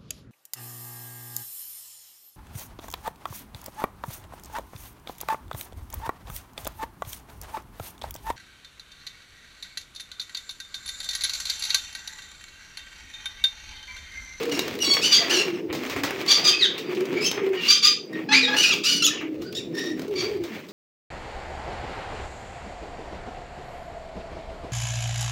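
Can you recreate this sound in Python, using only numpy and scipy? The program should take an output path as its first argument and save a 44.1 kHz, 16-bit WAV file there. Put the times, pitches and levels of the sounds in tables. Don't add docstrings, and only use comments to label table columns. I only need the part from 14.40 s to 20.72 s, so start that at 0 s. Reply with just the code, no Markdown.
import sys
import numpy as np
from scipy import signal
from scipy.io import wavfile
from scipy.ndimage import uniform_filter1d

SR = 44100
rng = np.random.default_rng(int(sys.argv[2]) if len(sys.argv) > 2 else 0)


def dump(signal):
    limited = np.clip(np.atleast_2d(signal).T, -1, 1)
    pcm = np.round(limited * 32767).astype(np.int16)
    wavfile.write(sys.argv[1], SR, pcm)


def volts_from_decibels(level):
    exponent = np.asarray(level, float) / 20
    return 10 ** exponent


N = 278712

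# time in seconds, level in dB.
MURMUR = [(0.0, -29), (0.56, -32.5), (1.37, -32), (2.34, -34), (2.73, -32), (3.4, -37.5), (3.98, -31),
          (4.22, -33), (4.96, -34), (5.9, -33), (6.32, -39)]
# frequency in Hz, density in dB per Hz.
AIR = [(15, -60), (25, -74), (59, -25.5), (145, -8.5), (317, -3), (451, -1.5), (775, -14.5), (2410, -29),
       (4740, -22), (11600, -42.5), (13600, -83), (14800, -22), (16000, -35)]
AIR_DB = -34
# peak in seconds, reach in seconds, level in dB.
GUSTS = [(.15, 0.32, -45.5), (.55, 0.19, -50), (1.622, 0.18, -44), (2.13, 0.073, -58), (2.96, 0.069, -55),
         (2.27, .12, -50), (1.31, .05, -48), (2.75, .05, -54), (3.57, .04, -55), (4.8, .1, -55),
         (5.02, 0.1, -47), (5.2, 0.073, -49), (5.8, 0.24, -46.5), (6.0, 0.057, -42)]
CALM_DB = -68

# start in seconds, length in seconds, pitch in Hz, level in dB.
HOOTS = [(0., 0.098, 462, -23.5), (0.037, 0.13, 296, -32), (0.8, 0.035, 677, -30),
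         (1.329, 0.17, 251, -38.5), (1.558, 0.091, 295, -30.5), (3.69, 0.16, 331, -31.5),
         (3.848, 0.35, 265.8, -31.5), (4.02, 0.1, 473, -28), (4.296, 0.11, 392, -34.5),
         (4.476, 0.27, 294.3, -33), (5.335, 0.38, 260, -39.5), (6.097, 0.044, 214, -34)]
# start in seconds, length in seconds, first and last pitch in Hz, level in dB.
ROLLS = [(0.896, 0.13, 337, 398, -30), (1.045, 0.35, 368.5, 331, -30.5), (1.707, 0.098, 389, 338, -36),
         (2.044, 0.11, 380.5, 354, -35), (2.203, 0.12, 358, 327, -35.5), (2.486, 0.063, 363, 349, -26),
         (2.562, 0.096, 382.3, 347, -24.5), (2.672, 0.17, 333.2, 388, -29), (2.93, 0.11, 449.6, 432, -30.5),
         (3.007, 0.179, 388.2, 364.3, -25), (4.791, 0.243, 322, 314.4, -32.5),
         (5.239, .16, 333.2, 366, -30.5), (5.422, 0.13, 351, 332, -31), (5.674, 0.15, 383.8, 349, -30.5),
         (5.805, 0.22, 425.5, 331.6, -28.5)]
ROLL_PEAK, ROLL_START_DB, ROLL_END_DB = 1, 3.5, -5.5

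# peak in seconds, reach in seconds, shuffle in dB,
# near fizz in dB against the shuffle.
SCUFFLES = [(.0, 0.39, -39.5, -8), (.18, 0.047, -38, -23), (.56, 0.17, -33.5, -8), (.92, 0.14, -29, -10.5),
            (1.311, 0.017, -40, -20), (1.51, 0.12, -36, -9.5), (1.7, 0.051, -34.5, -13),
            (1.94, 0.15, -32, -8), (2.08, 0.11, -36, -22), (2.36, 0.091, -43, -15),
            (2.78, 0.47, -40, -11.5), (3.08, 0.16, -60, -21), (3.27, 0.053, -43.5, 4),
            (3.782, 0.053, -41.5, -13), (4.16, 0.063, -31, -11), (4.3, 0.098, -40, -17),
            (4.52, 0.13, -55, 3.5), (4.73, 0.14, -42, -25), (4.88, 0.26, -58, -5), (5.35, 0.25, -54, -8.5),
            (5.7, 0.6, -51.5, -8), (5.88, 0.12, -41, -9), (1.2, .1, -52, -10), (4.97, .08, -52, -10),
            (6.15, 0.083, -40.5, -10)]
BOUT_DROP_DB = -8
STILL_DB, STILL_FIZZ_DB = -58.5, -76
# frequency in Hz, density in dB per Hz.
STRAW = [(35, -26), (60, -27), (124, -5), (202, -21.5), (294, -4), (785, -11.5), (1200, -9.5), (1470, -12),
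         (2300, -3), (3580, -11), (6430, -23.5), (11000, -42), (16000, -26)]

# start in seconds, snap in dB, thump in dB.
TAPS = [(0.0318, -25, -29.5), (0.0544, -27.5, -28), (0.1915, -13, -18), (0.2793, -23.5, -26.5),
        (0.3526, -28.5, -30.5), (0.3884, -27, -31.5), (0.5671, -38, -21.5), (1.7065, -24, -21.5),
        (2.5684, -61.5, -32), (2.6065, -29.5, -30), (2.6544, -30.5, -33.5), (2.9134, -16.5, -24.5),
        (3.7309, -36.5, -37), (.0957, -30, -33), (.173, -26, -30), (1.8622, -26, -36), (2.582, -44, -38),
        (3.09, -39, -40), (5.3502, -33, -37), (5.37, -36, -40), (5.392, -29, -44), (5.44, -34, -40),
        (5.458, -34, -40), (5.68, -36, -40), (5.71, -39.5, -37), (2.8794, -25, -42), (5.1253, -31, -48),
        (5.5937, -30, -31.5), (5.6176, -31, -33)]
# start in seconds, snap in dB, thump in dB.
SCUFFS = [(0.1201, -23.5, -25), (0.5362, -18.5, -31), (1.3264, -24.5, -28), (1.3488, -26, -30.5),
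          (1.4614, -30, -35), (1.4964, -23.5, -27), (1.5614, -26, -25), (1.6342, -16, -18),
          (1.8302, -45, -35), (2.3785, -26, -64), (2.5481, -33, -43), (2.9744, -40, -26),
          (3.1314, -37.5, -30.5), (4.3344, -22, -28), (4.5344, -24, -46), (4.8094, -39, -30),
          (5.0185, -33.5, -38), (6.0367, -30.5, -34), (6.2856, -36.5, -41)]
TAP_T60_S, SCUFF_T60_S = 0.042, 0.2
TAP_TICK, SCUFF_TICK = 2.3, 1.2

# start in seconds, length in seconds, first pitch in Hz, last pitch in Hz,
# peak effort in dB. All call tables down to SLUMPS have these columns.
SCREECHES = [
    (0.706, 0.11, 1153, 1193, -14),
    (1.871, 0.12, 1097, 1192, -14.5),
    (2.036, 0.1, 1185, 1220, -14),
    (3.272, 0.12, 1127, 1208, -13.5),
    (3.418, 0.118, 1147, 1222, -14.5),
    (5.749, 0.13, 1125, 1169, -29.5),
]
RASPS = [(.11, 0.12, 1450, 1405, -32), (.612, 0.12, 1207, 1464, -22), (.893, 0.07, 1245, 1481, -19.5),
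         (.95, 0.083, 1434, 1352, -21.5), (4.16, 0.067, 1272, 1474, -18), (4.215, 0.085, 1251, 1416, -18.5),
         (4.432, .16, 1203, 1456, -21.5), (4.5, 0.055, 1568, 1500, -27), (4.436, .12, 1165, 1181, -25),
         (.62, .09, 1160, 1175, -29), (5.145, 0.057, 1765, 1790, -32)]
PEEPS = [
    (.4, 0.071, 2925, 2797, -23),
    (.43, 0.058, 3910, 3950, -29.5),
    (2.805, 0.079, 2460, 2690, -24),
    (2.85, 0.05, 3130, 3220, -23),
    (4.633, 0.019, 2840, 3430, -15),
    (4.643, 0.025, 3460, 3470, -16),
    (4.662, 0.0092, 3440, 2730, -11),
]
MEWS = [
    (5.33, .2, 1780, 1888, -32),
]
SWELLS = [
    (2.71, 0.11, 2100, 2320, -31),
    (3.1, 0.2, 3040, 2797, -32),
    (3.15, 0.077, 2040, 2340, -32),
    (3.21, .065, 3000, 2820, -28),
]
SWOOPS = [
    (3.912, .093, 1749, 2423, -15),
    (4.205, 0.0645, 2295, 2505, -19.5),
]
STACKS = [
    (.44, 0.151, 1132, 1098, -19.5),
]
GROANS = [
    (3.885, 0.048, 830, 845, -22.5),
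    (4.065, 0.092, 815, 852.6, -27),
    (3.16, .08, 940, 915, -42),
]
SQUAWKS = [
    (4.619, 0.02, 1370, 1382, -14.5),
    (4.669, 0.025, 1356, 1290, -18),
]
PIPES = [(.78, .08, 2000, 1950, -32), (.9, .08, 1750, 1600, -32), (2.13, .042, 2485, 2606, -23),
         (2.46, .069, 4730, 4460, -50), (2.77, .07, 2300, 2250, -32), (3.725, .079, 1950, 1800, -39),
         (4.07, .084, 2200, 2300, -38), (4.705, .016, 1770, 1700, -28), (4.74, .03, 3200, 2800, -35),
         (4.765, .065, 3300, 1800, -37), (5.045, .06, 1518, 1478, -44), (5.06, .061, 4820, 4770, -46),
         (5.165, .05, 3310, 2110, -41), (5.757, .13, 2300, 2330, -36)]
DIVES = [
    (1.125, .041, 3410, 2540, -35),
    (2.178, .088, 2677, 1503, -16),
    (4.0, .06, 2390, 1753, -17),
    (4.005, .031, 3130, 2380, -26),
    (5.14, .031, 5000, 3370, -33.5),
]
SLUMPS = [
    (4.295, .05, 1450, 1110, -20),
    (4.318, .03, 3600, 2800, -25),
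    (4.522, .025, 5300, 4300, -23),
    (4.598, .024, 3150, 2760, -27),
]
YELP_AFTER_S, YELP_S, YELP_HZ, YELP_END_HZ, YELP_DB = .021, .05, 3800, 3150, -6

# peak as share of length, pitch travelled by then as share,
# start in dB, end in dB, overtone fall in dB per octave, odd overtones in dB.
SCREECH = (0.4, 0.8, -5, -15, 1, 0)
RASP = (0.32, 1.17, -2, -7, 2.5, -6.5)
PEEP = (0.64, 0.96, -5, -7.5, 2.5, -4)
MEW = (0.28, 0.66, -4.5, -12, 0, 7)
SWELL = (0.57, 1, -13, -3, -10.5, 20)
SWOOP = (0.5, 0.9, -1, -1, -5.5, -0.5)
YELP = (0.4, .75, -1, -2, 1.5, -3)
STACK = (0.64, 0.7, -8, -16, 0.5, 1.5)
GROAN = (.5, 1, 3, 2.5, -10.5, 1)
SQUAWK = (-1, 0.8, -7, -7, 0.5, 1)
PIPE = (-0.5, 0.04, 8.5, -9.5, -9.5, 9)
DIVE = (.45, .55, -1, -5, -3.5, -7)
SLUMP = (.45, .45, -2, -4, -2, -3)
HOARSE = dict(screech=.3, rasp=.34, peep=.26, mew=.28, swell=.36, swoop=.36, yelp=.32, stack=.06, groan=.21, squawk=.24, pipe=.24, dive=.22, slump=.2)
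# favoured frequency in Hz, lift in dB, onset in seconds, echo in dB.
THROAT = dict(screech=(4750, 9.5, .019, -3.5), rasp=(2900, 2.5, .007, -5), peep=(3100, 0, 0, -6),
          mew=(1850, 5.5, 0.06, -4), swell=(2400, 5, 0.1, -2.5), swoop=(2400, 4.5, .02, -4.5),
          yelp=(3398, 3, 0.03, -3), stack=(4450, 6, 0, -3.5), groan=(1900, 4, .011, -4.5),
          squawk=(3500, -0.5, -0.03, -8), pipe=(2200, 8, -0.04, -3.5), dive=(3696, 5, 0.06, -3.5),
          slump=(2600, 5, .004, -6))
THROAT_OCTAVES = 0.28
# frequency in Hz, gain in dB.
BEAK = [(410, -62), (700, -32.5), (1180, -11.5), (2350, -8.5), (2770, -1), (3070, -4), (4100, -2.5),
        (4860, -1), (5470, -8), (6570, -9.5), (8530, -25.5), (12000, -31), (14800, -34.5), (16000, -21)]

DUCK_FROM_DB, DUCK_SHARE, DUCK_BACK_DB_PER_S = -24.5, 0.22, 36
GATE_REACH_DB, GATE_DEPTH_DB, GATE_FROM_HZ = 5, 2.8, 650


def evened(x):
    return x / np.sqrt(np.mean(x ** 2) + 1e-20)


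def colour(x, points):
    point_hz, point_db = np.transpose(points)
    hz = abs(np.fft.fftfreq(4096, 1 / SR))
    gain_db = np.interp(np.log(hz + 1), np.log(point_hz), point_db)
    log_gain = np.log(volts_from_decibels(np.maximum(gain_db, -100)))
    taps = np.fft.ifft(np.exp(np.conj(signal.hilbert(log_gain)))).real[:2048]
    return signal.oaconvolve(x, taps)[:len(x)]


def band(x, low_hz, high_hz):
    edges_hz = [low_hz, min(high_hz, SR / 2 - 1000)]
    return signal.sosfilt(signal.butter(2, edges_hz, "band", fs=SR, output="sos"), x)


def wander(count, hz):
    knots = rng.standard_normal(count // 8 + 2)
    path = np.interp(np.arange(count) * hz / SR, np.arange(len(knots)), knots)
    return uniform_filter1d(path, max(int(SR / hz / 2), 1))


def spread(rows):
    s, *columns = np.transpose(rows)
    t = np.arange(s[0], s[-1], 1 / SR)
    return [np.interp(t, s, c) for c in columns]


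def add(mix, s, sound):
    part = mix[round(s * SR):][:len(sound)]
    part += sound[:len(part)]


def arch(s, length, first_hz, last_hz, level_db, peak, bend, start_db, end_db):
    peak_s = s + np.clip(peak, .05, .95) * length
    peak_hz = first_hz + bend * (last_hz - first_hz)
    return [(s, first_hz, level_db + start_db), (peak_s, peak_hz, level_db),
            (s + length, last_hz, level_db + end_db)]


def bouts(s, reach, level_db, still_db):
    t = np.arange(0, N / SR + .01, .002)
    away = abs(t[:, None] - s) / np.maximum(reach, .01)
    power = volts_from_decibels(2 * still_db) + volts_from_decibels(2 * (level_db + BOUT_DROP_DB * away ** 1.47)).sum(axis=1)
    return np.interp(np.arange(N) / SR, t, 10 * np.log10(power))


def flock():
    z = signal.stft(colour(rng.standard_normal(N), AIR), nperseg=1024)[2]
    patches = uniform_filter1d(rng.standard_normal(z.shape), 5, axis=0)
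    patches = evened(uniform_filter1d(patches, 5, axis=1))
    wash = evened(signal.istft(z * volts_from_decibels(2.7 * patches), nperseg=1024)[1][:N])
    draught = evened(band(wash, 36, 102)) * volts_from_decibels(2 * wander(N, 9.7))
    draught *= volts_from_decibels(bouts(*np.transpose(GUSTS), CALM_DB))
    murmur_db = np.interp(np.arange(N) / SR, *np.transpose(MURMUR))
    murmur = volts_from_decibels(murmur_db) * band(band(wash, 121, 485), 121, 690)
    air = volts_from_decibels(AIR_DB - 14 + 1.1 * wander(N, 4.)) * band(wash, 400, 20000)
    return draught + murmur + air


def hoot(length, hz, level_db):
    count = round(length * SR)
    turns = np.cumsum(hz * (1 + 0.035 * wander(count, 25.0))) / SR
    tone = np.sqrt(2) * np.sin(2 * np.pi * turns)
    return volts_from_decibels(level_db + 0.94 * wander(count, 26.4)) * tone * signal.windows.tukey(count, .4)


def rustle():
    s, reach, level_db, bright_db = np.transpose(SCUFFLES)
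    fizz_db = bouts(s, reach, level_db + bright_db, STILL_FIZZ_DB)
    shuffle_db = bouts(s, reach, level_db, STILL_DB)
    crack_size = volts_from_decibels(7.5 * np.minimum(rng.exponential(1, N), 5))
    crackle = crack_size * (rng.random(N) < 1500 / SR) * rng.choice([-1, 1], N)
    stir = (.5 * evened(crackle) + rng.standard_normal(N)) * volts_from_decibels(3.2 * wander(N, 45.))
    straw = colour(stir, STRAW)
    fizz = 4.05 * evened(band(straw, 2430, 18000))
    shuffle = 1.904 * evened(band(straw, 240, 3590))
    return volts_from_decibels(fizz_db) * fizz + volts_from_decibels(shuffle_db) * shuffle


def knock(snap_db, thump_db, t60, tick):
    t = np.arange(round(.3 * SR)) / SR
    burst = colour(rng.standard_normal(len(t)), STRAW)
    snap = evened(band(burst, 3950, 24600))
    thump = evened(band(burst, 113, 2780))
    snap[40] += 4.0
    decay = volts_from_decibels(-60 * t / max(t60, .01)) + tick * volts_from_decibels(-60 * t / 0.013)
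    decay *= np.minimum(t / 0.0023, 1)
    return decay * (0.53 * volts_from_decibels(snap_db) * snap + 0.82 * volts_from_decibels(thump_db) * thump)


def chirp(rows, hoarse, fall_db, odd_db, throat_hz, lift_db, onset):
    hz, effort_db = spread(rows)
    count = len(hz)
    t = np.arange(count) / SR
    turns = np.cumsum(hz * (1 + (.003 + .085 * hoarse) * wander(count, 300.))) / SR
    tone = np.zeros(count)
    for k in range(1, 15):
        throat_db = lift_db * np.exp(-(np.log2(k * hz / throat_hz) / THROAT_OCTAVES) ** 2)
        overtone_db = fall_db * np.log2(k) + odd_db * (k % 2) + 3.17 * wander(count, 88.8) + throat_db
        tone += volts_from_decibels(overtone_db) * np.cos(2 * np.pi * k * turns) * (k * hz < 16000)
    puffs = (0.29 + np.exp(-(turns % 1) / 0.71)) * rng.standard_normal(count)
    puffs = colour(puffs, [(1000, 0), (16000, 4 * fall_db)])
    breath = np.minimum(t / 0.0048, 1)
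    hiss = hoarse * breath * evened(band(colour(puffs, BEAK), .8 * hz.min(), 20000))
    voice = (1 - hoarse) * evened(colour(tone, BEAK)) + .9 * hiss
    flutter = volts_from_decibels(12.4 * hoarse * wander(count, 117.0))
    opening = np.minimum(t / max(onset, .002), 1)
    fade = signal.windows.tukey(count, min(0.013 * SR / count, 1))
    return opening * volts_from_decibels(effort_db) * evened(voice * flutter) * fade


def small_birds():
    yelps = [(s + YELP_AFTER_S, YELP_S, YELP_HZ, YELP_END_HZ, db + YELP_DB) for s, *_, db in SCREECHES]
    kinds = dict(screech=(SCREECHES, SCREECH), rasp=(RASPS, RASP), peep=(PEEPS, PEEP), mew=(MEWS, MEW),
                 swell=(SWELLS, SWELL), swoop=(SWOOPS, SWOOP), yelp=(yelps, YELP), slump=(SLUMPS, SLUMP),
                 stack=(STACKS, STACK), groan=(GROANS, GROAN), squawk=(SQUAWKS, SQUAWK),
                 pipe=(PIPES, PIPE), dive=(DIVES, DIVE))
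    near, far = np.zeros((2, N))
    for name, (calls, (*shape, fall_db, odd_db)) in kinds.items():
        *throat, echo_db = THROAT[name]
        for row in calls:
            call = chirp(arch(*row, *shape), HOARSE[name], fall_db, odd_db, *throat)
            add(near, row[0], call)
            add(far, row[0], volts_from_decibels(echo_db) * call)
    return band(np.array([near, far]), 330, 17000)


def roll(rows):
    hz, level_db = spread(rows)
    count = len(hz)
    beat = np.cumsum(23.64 * (1 + 0.34 * wander(count, 17.2))) / SR
    throb = 1 + 0.5 * np.cos(2 * np.pi * beat)
    turns = np.cumsum(hz * (1 + 0.085 * wander(count, 35.))) / SR
    tone = np.sin(2 * np.pi * turns) + volts_from_decibels(-27.5) * np.sin(4 * np.pi * turns)
    level = volts_from_decibels(level_db + 1.9 * wander(count, 11.0))
    return level * evened(throb * tone) * signal.windows.tukey(count, .15)


def walls(x, t60, treble_t60):
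    taps, at = np.zeros(SR // 2), np.arange(200, SR // 2 - 20, 20)
    taps[at + rng.integers(0, 20, len(at))] = rng.choice([-1., 1.], len(at))
    hz, t, z = signal.stft(taps, SR, nperseg=256)
    t60_by_hz = np.interp(hz, [3000, 12000], [t60, treble_t60])[:, None]
    tail = signal.istft(z * volts_from_decibels(-60 * t / t60_by_hz), SR, nperseg=256)[1]
    return signal.fftconvolve(x, tail / np.linalg.norm(tail))[:N]


def ducking(loud):
    power_db = 10 * np.log10(abs(uniform_filter1d(loud ** 2, 800)) + 1e-12)
    back_db = np.arange(N) * DUCK_BACK_DB_PER_S / SR
    held_db = np.maximum.accumulate(power_db + back_db) - back_db
    over_db = np.maximum(held_db - DUCK_FROM_DB, 0)
    return volts_from_decibels(-DUCK_SHARE * uniform_filter1d(over_db, 400))


def gate(x):
    hz, _, z = signal.stft(x, SR, nperseg=512)
    power = uniform_filter1d(uniform_filter1d(abs(z) ** 2, size=5, axis=1), size=4, axis=2)
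    level_db = 10 * np.log10(power + 1e-16)
    over_db = level_db - np.percentile(level_db, 12, axis=2, keepdims=True)
    cut_db = GATE_DEPTH_DB * np.clip(1 - over_db / GATE_REACH_DB, 0, 1.6)
    cut_db = cut_db * (hz > GATE_FROM_HZ)[:, None]
    return signal.istft(z * volts_from_decibels(-cut_db), SR, nperseg=512)[1][:, :N]


def scene():
    small, sent = small_birds()
    doves, hits = np.zeros((2, N))
    for s, *row in HOOTS:
        add(doves, s, hoot(*row))
    for row in ROLLS:
        add(doves, row[0], roll(arch(*row, ROLL_PEAK, ROLL_PEAK, ROLL_START_DB, ROLL_END_DB)))
    for s, *row in TAPS:
        add(hits, s, knock(*row, TAP_T60_S, TAP_TICK))
    for s, *row in SCUFFS:
        add(hits, s, knock(*row, SCUFF_T60_S, SCUFF_TICK))
    echo = walls(sent + volts_from_decibels(-7.0) * doves + volts_from_decibels(-9.5) * hits, t60=0.33, treble_t60=0.17)
    background = ducking(small) * (flock() + rustle())
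    return (small + volts_from_decibels(-5.5) * doves + hits + echo + background)[None]


def top_cut(x):
    return signal.sosfilt(signal.butter(12, 16920, fs=SR, output="sos"), x)


def record(dry):
    limited = .85 * np.tanh(dry / .85)
    held = gate(band(band(limited, 40, 20000), 26, 20000))
    low_pass = signal.firwin(255, 15950, window=("kaiser", 8), fs=SR)
    mix = signal.oaconvolve(held, low_pass[None], "same")
    return top_cut(mix)


dry = scene()
out = record(dry)
dump(out)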